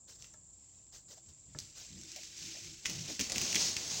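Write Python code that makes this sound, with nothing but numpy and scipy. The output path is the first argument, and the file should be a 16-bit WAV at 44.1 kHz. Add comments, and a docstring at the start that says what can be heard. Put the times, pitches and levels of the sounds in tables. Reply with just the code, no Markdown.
"""In a wood, over a bed of shrilling insects, a slender tree is pulled over.
Feet shuffle in dry litter, and a dropped tool knocks and thuds. The crown drags through its
neighbours in a growing rustle of leaf ticks and hiss. The trunk snaps fibre by fibre, each break
a click with a shower of splinters, and groans once. Then the leaves crash down on the ground."""
import sys
import numpy as np
from scipy import signal
from scipy.fft import rfft, irfft, next_fast_len
from scipy.io import wavfile
from scipy.ndimage import uniform_filter1d

SR = 44100
rng = np.random.default_rng(int(sys.argv[2]) if len(sys.argv) > 2 else 0)


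def transcribe(u):
    """Save the signal u as a 16-bit wav file named by the first command-line argument.

    u: samples, shape (n,) or (channels, n), limited to [-1, 1]; the rate is SR.
    q: integer samples, one column per channel.
    """
    v = np.clip(np.atleast_2d(u).T, -1, 1)
    q = np.round(v * 32767).astype(np.int16)
    wavfile.write(sys.argv[1], SR, q)


N = 176400
T = np.arange(N) / SR


def from_db(db):
    """Decibels to gain."""
    return 10 ** (np.asarray(db) / 20)


def unit_rms(x):
    """Normalise to rms 1."""
    return x / np.sqrt(np.mean(x ** 2) + 1e-20)


def fader(rows):
    """Ride the level in straight lines between (t/s, level/dB) points."""
    return np.interp(T, *np.transpose(rows))


def eq(x, curve):
    """Minimum-phase EQ through (f/Hz, level/dB) points, normalised so white noise keeps its power."""
    size = next_fast_len(2 * N)
    hz, db = np.transpose(curve)
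    bins_hz = np.fft.rfftfreq(size, 1 / SR)
    gain = unit_rms(from_db(np.interp(np.log(bins_hz + 1), np.log(hz), db)))
    cepstrum = irfft(np.log(gain), size)
    cepstrum[1:size // 2] *= 2   # folded forward: nothing rings ahead of an attack
    cepstrum[size // 2 + 1:] = 0
    return irfft(rfft(x, size) * np.exp(rfft(cepstrum)), size)[:N]


def resonate(x, hz, width_hz):
    """Resonant band-pass with unity gain at its peak."""
    r = np.exp(-np.pi * width_hz / SR)
    feedback = [1, -2 * r * np.cos(2 * np.pi * hz / SR), r * r]
    return signal.lfilter(np.array([1, 0, -1]) * (1 - r * r) / 2, feedback, x + 1e-18)


def noise_band(hz, width_hz):
    """Loosely pitched noise: two matching resonances in series."""
    return resonate(resonate(rng.standard_normal(N), hz, width_hz), hz, width_hz)


def drift(rate_hz):
    """Random modulation, gliding between values of spread 1."""
    knots = rng.standard_normal(4096)
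    return np.interp(T * rate_hz * 2, np.arange(len(knots)), knots)


def swell(start, length, attack=0.31, release=0.39):
    """Rise, hold and die away; attack and release are shares of the length."""
    age = (T - start) / length
    return np.clip(age / attack, 0, 1) * np.exp(-np.maximum(age + attack - 1, 0) / release)


def leaf_ticks(per_s, spread_db, voices=48):
    """Dry-leaf texture at rms 1: random clicks of uneven size, each with a brief pitched ring."""
    sizes = from_db(spread_db * np.minimum(rng.exponential(1, N), 4)) * rng.choice([-1, 1], N)
    clicks = sizes * (rng.random(N) < per_s / SR) / np.sqrt(per_s)
    voice = rng.integers(0, voices, N)
    pitches = np.linspace(1500, 9000, voices) + rng.uniform(-80, 80, voices)
    rings = sum(resonate(clicks * (voice == k), hz, width_hz=80) * (-1) ** k
                for k, hz in enumerate(pitches))
    return unit_rms(from_db(-1.5) * unit_rms(rings) + unit_rms(clicks))


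# bass-heavy tone of the air: f/Hz, level/dB
AIR_EQ = [(22, -19), (45, 3.5), (100, 1), (200, -8), (400, -17.5), (1000, -23), (2500, -45), (6000, -37),
          (10000, -42), (13500, -51.5), (15500, -34)]
def air():
    """The low stir of the air, a nearly steady bed."""
    return eq(rng.standard_normal(N), AIR_EQ) * from_db(-67.5 + 0.5 * drift(15))


# two swells of the hum: t/s, level/dB
HUM_RIDE = [(1.8, -83.5), (2.05, -61.5), (2.3, -76.5), (2.55, -61.5), (2.85, -67.5), (3.2, -70)]
def hum():
    """A faint, low hum comes and goes."""
    return unit_rms(noise_band(hz=330, width_hz=35.5)) * from_db(fader(HUM_RIDE))


# shrill band of the insects: f/Hz, level/dB
INSECT_EQ = [(3000, -47), (5000, -27), (6500, -9.5), (7050, 3), (7430, 9.5), (7850, 1), (8300, -7.5),
             (8900, -36.5), (12000, -55)]
def insects():
    """The chorus blends into one high band of noise with a slight, fast throb."""
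    return eq(rng.standard_normal(N), INSECT_EQ) * from_db(-59.5 + drift(45))


# shuffles in the litter: t/s, length/s, level/dB
SHUFFLES = [(0.071, 0.067, -56), (0.149, 0.018, -63.5), (0.171, 0.12, -61.5), (0.335, 0.0095, -64.5),
            (0.917, .07, -55.5), (1.078, 0.069, -56), (1.163, 0.027, -64.5), (1.279, 0.034, -64),
            (1.598, 0.034, -62), (1.748, 0.099, -54), (3.08, 0.051, -50)]
# crisp tone of dry litter: f/Hz, level/dB
LITTER_EQ = [(150, -0.5), (500, 2), (1200, -3), (2500, -8.5), (4500, 2.5), (6500, 7), (8500, -7.5),
             (11000, -15), (13500, -17), (15300, -2.5), (16500, -19)]
def footsteps():
    """Each shuffle crushes a patch of dry leaves."""
    pressure = sum(from_db(db) * swell(start, length) for start, length, db in SHUFFLES)
    return eq(pressure * leaf_ticks(per_s=3600, spread_db=2.5), LITTER_EQ)


# dull blows of feet, trunk and branches: t/s, length/s, level/dB, f/Hz
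BLOWS = [(0.188, 0.057, -66, 80.4), (1.1, 0.047, -66, 490), (1.168, 0.023, -65, 675),
         (1.265, .06, -59.5, 90.5), (1.458, 0.086, -60.5, 98), (1.551, .022, -53.5, 330),
         (1.604, 0.056, -56.5, 98), (1.885, 0.14, -56, 155), (1.87, 0.18, -59, 84),
         (2.41, 0.045, -59.5, 75.4), (2.158, 0.034, -55.5, 622), (2.395, 0.11, -57.5, 124),
         (2.542, 0.046, -62, 630), (2.6, 0.14, -57, 110), (2.874, .07, -49, 156), (2.918, 0.14, -49, 102),
         (3.077, 0.06, -49.5, 256), (3.078, 0.035, -56, 630), (3.189, 0.037, -39, 222),
         (3.298, 0.0071, -52.5, 710), (3.317, 0.012, -46, 600), (3.357, 0.022, -41.5, 213),
         (3.414, 0.032, -44, 188), (3.551, 0.029, -44.5, 214), (3.873, 0.11, -56, 115)]
def thumps():
    """Soil and trunk answer each blow with a heavily damped rumble."""
    out = np.zeros(N)
    for start, length, db, hz in BLOWS:
        rumble = noise_band(hz, width_hz=min(0.7 * hz, 180))
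        levelled = rumble / np.sqrt(uniform_filter1d(rumble ** 2, size=1200) + 1e-12)
        out += from_db(db) * swell(start, length) * levelled
    return out


# light knocks on wood: t/s, relative level/dB
HANDLE_KNOCKS = [(0.34, -51.5), (1.547, -42.5)]
# modes of the handle: f/Hz, relative level/dB, t60/s
HANDLE_MODES = [(396, -9, 0.053), (612, -3, 0.064), (900, -6, 0.05), (1330, -1.5, 0.034), (1600, -8, 0.042),
                (1720, -0.5, .035), (2170, -8, 0.029)]
def tool():
    """The wooden handle knocks, and the tool thuds as it lands on the soil."""
    def ring(start, hz, t60):
        age = np.maximum(T - start, 0)
        return np.sin(2 * np.pi * hz * age) * from_db(-60 * age / t60)
    handle = sum(from_db(db + mode_db - 6.5) * ring(start + rng.uniform(0, 0.00315), hz, t60)
                 for start, db in HANDLE_KNOCKS for hz, mode_db, t60 in HANDLE_MODES)
    thud = from_db(-41.5) * ring(start=1.552, hz=140, t60=0.13)
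    return handle + thud


# drag of the heavy branches: t/s, level/dB
BRANCH_RIDE = [(2.8, -80), (2.9, -56), (3.0, -65), (3.1, -59.5), (3.17, -70), (3.32, -50.5), (3.5, -52.5),
               (3.62, -48.5), (3.74, -56.5), (3.85, -55.5), (4, -51)]
# dark tone of the scrape: f/Hz, level/dB
BRANCH_EQ = [(40, -16), (100, 6.5), (300, 0.5), (650, -1), (1100, -7), (1800, -17.5), (3000, -56),
             (8000, -36)]
def branches():
    """Thick branches scrape as the tree goes down, giving the fall its weight."""
    return eq(rng.standard_normal(N) * from_db(fader(BRANCH_RIDE) + drift(40)), BRANCH_EQ)


def rustle(db, curve):
    """Leaves brush past each other: the harder, the denser the ticks, over a hiss of far leaves."""
    ticks_per_s = 3500 * from_db(0.4 * (db - db.max()))
    near = leaf_ticks(ticks_per_s, spread_db=3.5)
    far = from_db(2.5) * rng.standard_normal(N)
    flutter_db = 1.13 * drift(71)
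    return eq(unit_rms(near + far) * from_db(db + flutter_db), curve)


# leaves stirring before the pull, then the build as the crown drags: t/s, relative level/dB
STIR_RIDE = [(0, -90), (.39, -81.5), (.44, -80.5), (.62, -72), (.68, -73.5), (.75, -70.5), (.88, -77.5),
             (1.06, -79), (1.2, -72.5), (1.36, -70.5), (1.45, -74.5)]
DRAG_RIDE = [(1.5, -68.5), (1.62, -58.5), (1.72, -62), (1.8, -53.5), (1.88, -57.5), (2.05, -54.5),
             (2.2, -50), (2.32, -53.5), (2.43, -45.5), (2.57, -48), (2.7, -50), (2.82, -56.5), (2.9, -44),
             (3.05, -47), (3.13, -44), (3.18, -49.5), (3.24, -42), (3.28, -46.5), (3.4, -38.5), (3.6, -38),
             (3.75, -44), (4, -48)]
# leaves sweeping to the ground: t/s, relative level/dB
FALL_RIDE = [(3.2, -76), (3.3, -64), (3.43, -38.5), (3.53, -44.5), (3.61, -31), (3.66, -32), (3.74, -42.5),
             (3.86, -41.5), (3.95, -36.5), (4, -39.5)]
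# tone of the dragging and of the falling leaves: f/Hz, level/dB
DRAG_EQ = [(300, -8.5), (700, -20), (1200, -18.5), (1700, -12.5), (2400, -5.5), (3500, -5), (5000, -0.5),
           (6400, 2), (7500, -6.5), (9000, -17.5), (11500, -25), (14000, -27.5), (15200, -17.5),
           (16500, -16)]
FALL_EQ = [(300, -16.5), (700, -17.5), (1300, -19), (2400, -14), (3600, -8.5), (5200, -2.5), (6400, 0),
           (7400, -8), (9000, -20), (11500, -27.5), (14000, -32), (15200, -21), (16500, -14.5)]
def crown():
    """The crown drags through its neighbours, then sweeps down in a louder rush."""
    drag = rustle(fader(list(STIR_RIDE) + list(DRAG_RIDE)) - 0.5, DRAG_EQ)
    fall = rustle(fader(FALL_RIDE) - 2, FALL_EQ)
    return drag + fall


def groan(hz=155.7, waver=0.12):
    """The torn trunk slips on itself with a short, unsteady low tone."""
    phase = 2 * np.pi * np.cumsum(hz * (1 + waver * drift(44))) / SR
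    tone = unit_rms(np.sin(phase) + 0.12 * np.sin(2 * phase))
    return from_db(-48 + 2 * drift(35)) * swell(start=2.925, length=0.14) * tone


# fibre breaks: t/s, relative level/dB, body send/dB, mic ring send/dB, splinter decay/s
BREAKS = [(0.2234, -38.5, -3, -29, 0.003), (0.2438, -43.5, 2, -29.5, 0.0057),
          (1.5878, -24, -30, -28, 0.0049), (1.602, -33.5, -34, -26, 0.0017), (2.014, -38, -24, -28, 0.0025),
          (2.036, -38, -21, -22, .002), (2.118, -36.5, -19, -22, 0.0022), (2.162, -31.5, -4.5, -15, 0.0086),
          (2.234, -36, -5, -22, .004), (2.8525, -32, -1, -20, 0.0036), (2.856, -29.5, 9.5, -28, 0.0043),
          (2.858, -23, 3.5, -20, .004), (2.8645, -22, -5, -24, 0.0069), (2.898, -25.5, -8, -14, .007),
          (3.1943, -20.5, 0, -9, 0.012), (3.2015, -24, 0, -19, 0.01), (3.21, -18, -5, -29, 0.0089),
          (3.298, -23, -4, -30, 0.0086), (3.32, -18, -11, -27, 0.0066), (3.3592, -22, -0.5, -16, 0.01),
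          (3.3818, -45, 4, -13, .002), (3.382, -19, -4, -20, .001), (3.415, -20.5, -2.5, -13, 0.0079),
          (3.529, -23.5, -2, -20, 0.0018), (3.544, -25, -7, -12, 0.002), (3.547, -22, 5, -22, 0.0024),
          (3.556, -16, -12, -18, 0.0012), (3.56, -21, 7, -16, 0.0054), (3.7666, -20.5, 0.5, -20, 0.0054)]
# sharp crack and woody body of a break: f/Hz, level/dB
CRACK_EQ = [(100, 3), (400, -9.5), (900, -23.5), (2000, -16), (4000, 1), (6400, 7.5), (8000, -4),
            (11000, -17.5), (13800, -27.5), (16500, -15)]
BODY_EQ = [(300, -25.5), (1150, -18), (1550, -13.5), (1950, -3.5), (2700, 3), (3300, 1.5), (6000, -30),
           (12000, -54)]
# thin 15 kHz microphone ring set off by each snap: f/Hz, level/dB
MIC_RING_EQ = [(3000, -40), (8000, -17.5), (13600, -22), (15100, 16), (16500, -1)]
def snaps(splinters_per_s=8000):
    """A fibre bundle parts with a click and a dying shower of splinters, ringing wood and microphone."""
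    sends = np.zeros((3, N))
    age = np.arange(SR // 10) / SR
    for start, db, body_db, mic_ring_db, decay_s in BREAKS:
        sizes = rng.uniform(-1.07, 1, len(age)) * np.sqrt(3)
        splinters = sizes * (rng.random(len(age)) < splinters_per_s / SR)
        burst = from_db(-12) * splinters * np.exp(-age / decay_s)
        burst[0] = 1   # the opening click
        gains = from_db([db, db + body_db - 2, db + mic_ring_db])
        at = int(start * SR)
        sends[:, at:at + len(age)] += np.outer(gains, burst / np.linalg.norm(burst))
    crack, body, mic_ring = sends
    return from_db(12) * (eq(crack, CRACK_EQ) + eq(body, BODY_EQ) + eq(mic_ring, MIC_RING_EQ))


def forest_reverb(x, t60=0.46, predelay_s=0.006):
    """Trunks and foliage scatter a short tail of echoes."""
    age = np.arange(SR) / SR
    tail = rng.standard_normal(SR) * from_db(-60 * age / t60) * (age > predelay_s)
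    return signal.fftconvolve(x, tail / np.linalg.norm(tail))[:N]


def scene():
    """Mono mix of hits, movement and ambience; only the snaps and the tool feed the reverb."""
    hits = snaps() + tool()
    echoes = from_db(-7) * forest_reverb(hits)
    movement = crown() + footsteps() + branches() + groan() + thumps()
    ambience = insects() + air() + hum()
    return (hits + echoes + movement + ambience)[None]


def record(dry, low_cut_hz=40, high_cut_hz=15900):
    """The microphone loses the deep bass; the top is cut steeply."""
    low_cut = signal.butter(4, low_cut_hz, "high", fs=SR, output="sos")
    high_cut = signal.ellip(10, 0.3, 70, high_cut_hz, fs=SR, output="sos")
    return signal.sosfilt(high_cut, signal.sosfilt(low_cut, dry))


dry = scene()
out = record(dry)
transcribe(out)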